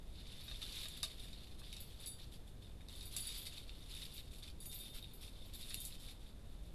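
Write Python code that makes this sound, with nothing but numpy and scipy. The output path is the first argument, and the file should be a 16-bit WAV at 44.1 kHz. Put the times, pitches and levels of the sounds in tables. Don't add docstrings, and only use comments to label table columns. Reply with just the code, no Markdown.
import sys
import numpy as np
from scipy import signal
from scipy.fft import rfft, irfft
from scipy.io import wavfile
from scipy.ndimage import uniform_filter1d

SR = 44100
rng = np.random.default_rng(int(sys.argv[2]) if len(sys.argv) > 2 else 0)


def to_wav(sig):
    pcm = np.clip(np.atleast_2d(sig), -1, 1) * 32767
    pcm = np.round(pcm).astype(np.int16)
    wavfile.write(sys.argv[1], SR, pcm.T)


N = 297234

# start_s, length_s, level_db, crisp_db
SHOVES = [ (0.138, 0.13, -62, -18.5), (0.262, 0.25, -59.5, -15.5), (0.468, 0.16, -67, -18),
          (0.606, 0.21, -54, -14), (0.789, 0.041, -47, -11.5), (0.887, 0.23, -59.5, -15),
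          (1.19, 0.063, -59.5, -7.5), (1.32, 0.13, -64.5, -19), (1.505, .025, -63, -17),
          (1.579, 0.027, -63.5, -2), (1.62, 0.21, -60, -14), (1.997, 0.075, -57.5, -11),
          (2.18, 0.058, -58.5, -15.5), (2.311, 0.05, -61, -7.5), (2.463, 0.026, -65.5, -6),
          (2.61, .11, -68, -12), (2.888, .185, -58.5, -11.5), (3.107, .29, -53, -8),
          (3.445, 0.033, -51.5, -8), (3.511, 0.09, -55.5, -13), (3.892, 0.17, -56, -9),
          (4.111, 0.083, -57, -8), (4.308, 0.1, -62.5, -6), (4.419, 0.084, -56.5, -12.5),
          (4.595, .11, -67, 2.5), (4.712, 0.17, -58.5, -10), (4.926, .07, -55.5, -11),
          (5.201, 0.091, -59, -9), (5.364, 0.12, -71.5, -6), (5.53, 0.21, -58.5, -4.5),
          (5.778, .1, -62, 15), (5.894, 0.061, -59.5, -10), (5.989, 0.13, -60, -7.5),
          (6.192, 0.12, -67.5, -14), (6.457, 0.09, -75, -10), (6.62, 0.061, -72.5, -5)]
# time_s, level_db
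LEAF_STIR = [(0.0, -71), (0.73, -49.5), (1.56, -63.5), (1.97, -60), (2.68, -77), (3.34, -52), (3.66, -61.5),
             (4.05, -54.5), (4.45, -72), (4.94, -65), (5.24, -64.5), (5.82, -57.5), (6.34, -73),
             (6.74, -69.5)]
# pitch_hz, level_db
LEAF_TONE = [(300, -46), (800, -16), (1500, -14), (2000, -10), (2600, -6), (3300, -6.5), (4300, -3.5),
             (5200, -8.5), (6400, -15), (7800, -8.5), (9200, -10.5), (11200, -6), (12200, -8), (12900, -20)]
# start_s, level_db, crisp_db, weight_db, fade_s
TWIG_SNAPS = [ (0.4803, -30.5, -20, 8, 0.027), (.5131, -28.5, -31, -2, 0.025),
              (.8555, -26.5, -12, -1, 0.018), (.885, -25.5, 16, -15, 0.009),
              (1.0303, -13, -6.5, -24, 0.025), (1.3307, -33, -17, -16, 0.023), (1.7277, -26, -6, -5, 0.022),
              (1.7662, -29.5, -9, -10, 0.018), (2.0636, -27.5, 0, -18, 0.057),
              (2.8077, -39.5, -8, 12, 0.019), (2.8856, -32, -11, -11, 0.01), (3.008, -29, -12, -4, 0.037),
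              (3.165, -15.5, 4, -11, 0.029), (3.29, -27.5, -19, -11, .02), (3.466, -28, -11, -23, 0.018),
              (3.694, -30.5, -21, 4, .007), (3.95, -31, -6, -1, 0.029), (4.0254, -29, -22, -12, .022),
              (4.1798, -28.5, -21, -3, .025), (4.4286, -42, -13, -4, .012), (4.657, -38, -3, 11, .018),
              (4.715, -32, 1, -10, .01), (4.7284, -26, 2, -16, .03), (5.026, -34.5, -29, -14, .014),
              (5.0428, -32, -36, -18, .014), (5.5366, -32, -3, -7, .025), (5.628, -30.5, -26, -12, 0.026),
              (5.704, -27, -10, 8, 0.035), (5.7437, -15.5, 5, -18, 0.0097), (5.8024, -27, 16, -16, .009),
              (5.8507, -21, 15, 0, .04), (6.0856, -32.5, -12, -3, 0.041)]
# pitch_hz, level_db
TWIG_TONE = [(300, -27), (900, -22.5), (2100, -5), (2800, -2.5), (3500, -17.5), (4400, -2), (5500, -5),
             (6400, -9), (7700, -1), (9200, -5), (10500, 2.5), (12200, -4.5), (13300, -15)]
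# start_s, level_db
STICK_KNOCKS = [(0.481, -61.5), (0.514, -58.5), (0.856, -54.5), (1.0329, -49.5), (1.617, -62),
                (3.162, -58.5), (5.712, -62)]
# pitch_hz, level_db, fade_s
STICK_NOTES = [(650, -4.5, 0.084), (1180, -6.5, 0.056), (1190, 0.5, 0.036), (1600, -1, 0.029),
               (1810, -4, 0.037), (2650, 0, 0.054)]
# start_s, level_db, struck_link (rounded to 0-3)
CHAIN_CLINKS = [ (.435, -62.5, 1.5), (.970, -65, 2), (1.198, -62, 3), (1.803, -54, 1.5), (2.002, -61, 0.5),
                (2.060, -51.5, 0), (2.072, -47.5, 0), (2.960, -61.5, 0), (3.026, -60, -0.5),
                (3.054, -56.5, 1.5), (3.168, -46.5, 0.5), (3.205, -47.5, 0.5), (3.270, -48.5, 0),
                (3.377, -51, 1.5), (4.137, -57, 2), (4.603, -57, 1), (4.658, -51.5, 2), (4.695, -58.5, 3),
                (4.743, -49, 2), (4.788, -57.5, -0.5), (4.80, -55, 3), (4.848, -65, 2), (4.900, -61, 3),
                (4.945, -59, 2), (5.026, -68, 3), (5.135, -58.5, 2), (5.230, -66, 3), (5.460, -67, 2),
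                (5.545, -57.5, 2), (5.615, -65, 0.5), (5.692, -55.5, 1), (5.770, -59, 3),
                (5.802, -52.5, 1.5), (5.868, -63, 2), (6.010, -68, 2)]
# link_number, pitch_hz, level_db, fade_s
LINK_NOTES = [(0, 4642, -5.5, .21), (0, 7742, -9, .22), (0, 10186, 1, .22), (0, 13180, -9.5, .2),
              (1, 6810, -13, .27), (1, 9082, -17, .2), (1, 9608, -1, .22), (1, 9640, -5, .26),
              (2, 11820, -16, .16), (2, 12090, -13, .16), (2, 12285, 0, .2), (3, 3644, -5, .24),
              (3, 3735, -15, .2)]
LINK_SHARES = [-6, -6, -13, -14]
# pitch_hz, level_db
CAMERA_TONE = [(10, -0.5), (27, -1.5), (45, -1), (80, -9), (160, -15.5), (300, -22.5), (600, -28.5),
               (1000, -36), (1800, -40.5), (4200, -44.5), (5800, -48), (11000, -45.5), (13500, -50)]


def leaves(level_db=-2, clump_db=1.98, slide_db=-8, stalk_db=-7):
    force, crisp_db = tread()
    clumps = gain(clump_db * unit_level(uniform_filter1d(rng.standard_normal(N), size=700)))
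    crunch = clumps * crackle(per_s=4200, spread_db=3, fade_s=0.0094, click_db=-2)
    slide = gain(slide_db) * rng.standard_normal(N)
    stalks = gain(stalk_db) * crackle(per_s=160, spread_db=0.5, fade_s=0.024, click_db=14)
    rustle = unit_level(shape_tone(crunch + slide + stalks, LEAF_TONE))
    return force * gain(level_db) * tilt(rustle, crisp_db + 8, weight_db=-3)


def tread(rise_s=0.014, fade_s=0.082, stir_db=-2.5, stir_crisp_db=-12):
    time = np.arange(N) / SR
    power = gain(np.interp(time, *np.transpose(LEAF_STIR)) + stir_db) ** 2
    crisp_sum = power * stir_crisp_db
    for start_s, length_s, level_db, crisp_db in SHOVES:
        t = time - start_s
        press = np.clip(t / rise_s, 0, 1)
        release = gain(-60 * np.maximum(t - length_s, 0) / fade_s)
        shove_power = (gain(level_db) * press * release) ** 2
        power += shove_power
        crisp_sum += shove_power * crisp_db
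    return np.sqrt(power), crisp_sum / power


def crackle(per_s, spread_db, fade_s, click_db, kinds=256, size=400):
    t = np.arange(size) / SR
    pitch, phase = rng.random((2, kinds, 1))
    pitch_hz = 1000 + 12500 * pitch
    rings = np.sin(2 * np.pi * (pitch_hz * t + phase))
    fade = gain(-60 * t / fade_s)
    clicks = gain(click_db) * fade * rng.standard_normal((kinds, size))
    grains = fade * (rings + clicks)
    strength = gain(spread_db * np.minimum(rng.exponential(1, N), 4))
    kind = rng.integers(0, kinds, N)
    starts = np.flatnonzero(rng.random(N) < per_s / SR)
    breaks = strength[starts, None] * grains[kind[starts]]
    places = starts[:, None] + np.arange(size)
    return unit_level(np.bincount(places.ravel(), breaks.ravel(), N)[:N])


def twigs(splinter_db=-12, piece_hz=3723, toughness=0.59, tear_stretch=4.5):
    out = np.zeros(N)
    for start_s, level_db, crisp_db, weight_db, fade_s in TWIG_SNAPS:
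        ring_db = -9 - toughness * crisp_db
        for tear in range(4):
            crack = burst(fade_s) + gain(splinter_db) * burst(fade_s=0.12)
            crack = unit_energy(tilt(shape_tone(crack, TWIG_TONE), crisp_db, weight_db))
            note = ring(piece_hz, level_db=0, fade_s=0.023)
            piece = unit_energy(signal.fftconvolve(crack, note)[:len(crack)])
            snap = unit_energy(crack + gain(ring_db) * piece)
            delay_s = tear * rng.uniform(0.00858, 0.00871)
            tear_db = -3 * (tear > 0) - 60 * delay_s / (tear_stretch * fade_s)
            add(out, start_s + delay_s, gain(level_db + tear_db) * snap)
    return out


def sticks(detune=0.036):
    out = np.zeros(N)
    for start_s, blow_db in STICK_KNOCKS:
        tuning = 1 + detune * rng.uniform(-1, 1)
        knock = sum(ring(hz * tuning, db + blow_db, fade_s) for hz, db, fade_s in STICK_NOTES)
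        add(out, start_s, knock)
    return out


def chain(level_db=2, rebound_db=-9.5):
    out = np.zeros(N)
    for start_s, blow_db, struck_link in CHAIN_CLINKS:
        add(out, start_s, gain(blow_db) * clink(struck_link))
        rebound_s = rng.uniform(0.042, 0.078)
        add(out, start_s + rebound_s, gain(blow_db + rebound_db) * clink(struck_link))
    return gain(level_db) * out


def clink(struck_link, chatter_db=-2, scatter_db=3.5):
    contact = gain(chatter_db) * burst(fade_s=0.076)
    contact[0] += 1
    share_db = np.array(LINK_SHARES) + scatter_db * rng.standard_normal(len(LINK_SHARES))
    share_db[round(struck_link)] = 0
    notes = [ring(hz, db + share_db[round(link)], fade_s) for link, hz, db, fade_s in LINK_NOTES]
    return sum(np.linalg.norm(note) * unit_energy(signal.fftconvolve(note, contact)) for note in notes)


def thicket(sound, echo_db=-7, fade_s=0.13, delay_s=0.005, spots=8):
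    out = sound.copy()
    position = np.linspace(0, spots - 1, N)
    for spot in range(spots):
        nearness = np.sqrt(np.maximum(1 - abs(position - spot), 0))
        echo = signal.oaconvolve(sound * nearness, burst(fade_s, size=8192))[:N]
        add(out, delay_s, gain(echo_db) * echo)
    return out


def camera_noise(level_db=-51.5):
    tone = gain(tone_db(CAMERA_TONE, np.fft.rfftfreq(N, 1 / SR)))
    noise = irfft(rfft(rng.standard_normal(N)) * tone, N)
    return gain(level_db) * unit_level(noise)


def ring(pitch_hz, level_db, fade_s, size=10000):
    t = np.arange(size) / SR
    return gain(level_db - 60 * t / fade_s) * np.sin(2 * np.pi * (pitch_hz * t + rng.random()))


def burst(fade_s, size=4096):
    t = np.arange(size) / SR
    return unit_energy(rng.standard_normal(size) * gain(-60 * t / fade_s))


def shape_tone(sound, table, size=2048):
    log_gain = np.log(gain(tone_db(table, abs(np.fft.fftfreq(size, 1 / SR)))))
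    response = np.fft.ifft(np.exp(np.conj(signal.hilbert(log_gain)))).real
    return signal.oaconvolve(sound, response[:size // 2])[:len(sound)]


def tilt(sound, crisp_db, weight_db, low_hz=2400, high_hz=6000):
    size = len(sound)
    hz = np.fft.rfftfreq(2 * size, 1 / SR)
    spectrum = rfft(sound, 2 * size)
    low = irfft(spectrum / (1 + (hz / low_hz) ** 8))[:size]
    high = sound - irfft(spectrum / (1 + (hz / high_hz) ** 8))[:size]
    return sound + low * (gain(weight_db) - 1) + high * (gain(crisp_db) - 1)


def tone_db(table, hz):
    pitch_hz, level_db = np.transpose(table)
    return np.interp(np.log(hz + 1), np.log(pitch_hz + 1), level_db)


def gain(db):
    return 10 ** (np.asarray(db) / 20)


def unit_level(sound):
    return sound / np.sqrt(np.mean(sound ** 2) + 1e-20)


def unit_energy(sound):
    return sound / (np.linalg.norm(sound) + 1e-20)


def add(mix, start_s, sound):
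    part = mix[max(round(start_s * SR), 0):][:len(sound)]
    part += sound[:len(part)]


def scene():
    trampling = leaves() + twigs() + sticks()
    return (thicket(trampling) + chain() + camera_noise())[None]


def record(dry, ring_hz=3604, width_hz=300, ring_db=6.5, top_hz=13800):
    b, a = signal.iirpeak(ring_hz, ring_hz / width_hz, SR)
    nasal = dry + gain(ring_db) * signal.lfilter(b, a, dry)
    treble_cut = signal.firwin(511, top_hz, window=("kaiser", 9), fs=SR)
    return signal.oaconvolve(nasal, treble_cut[None], "same")


dry = scene()
out = record(dry)
to_wav(out)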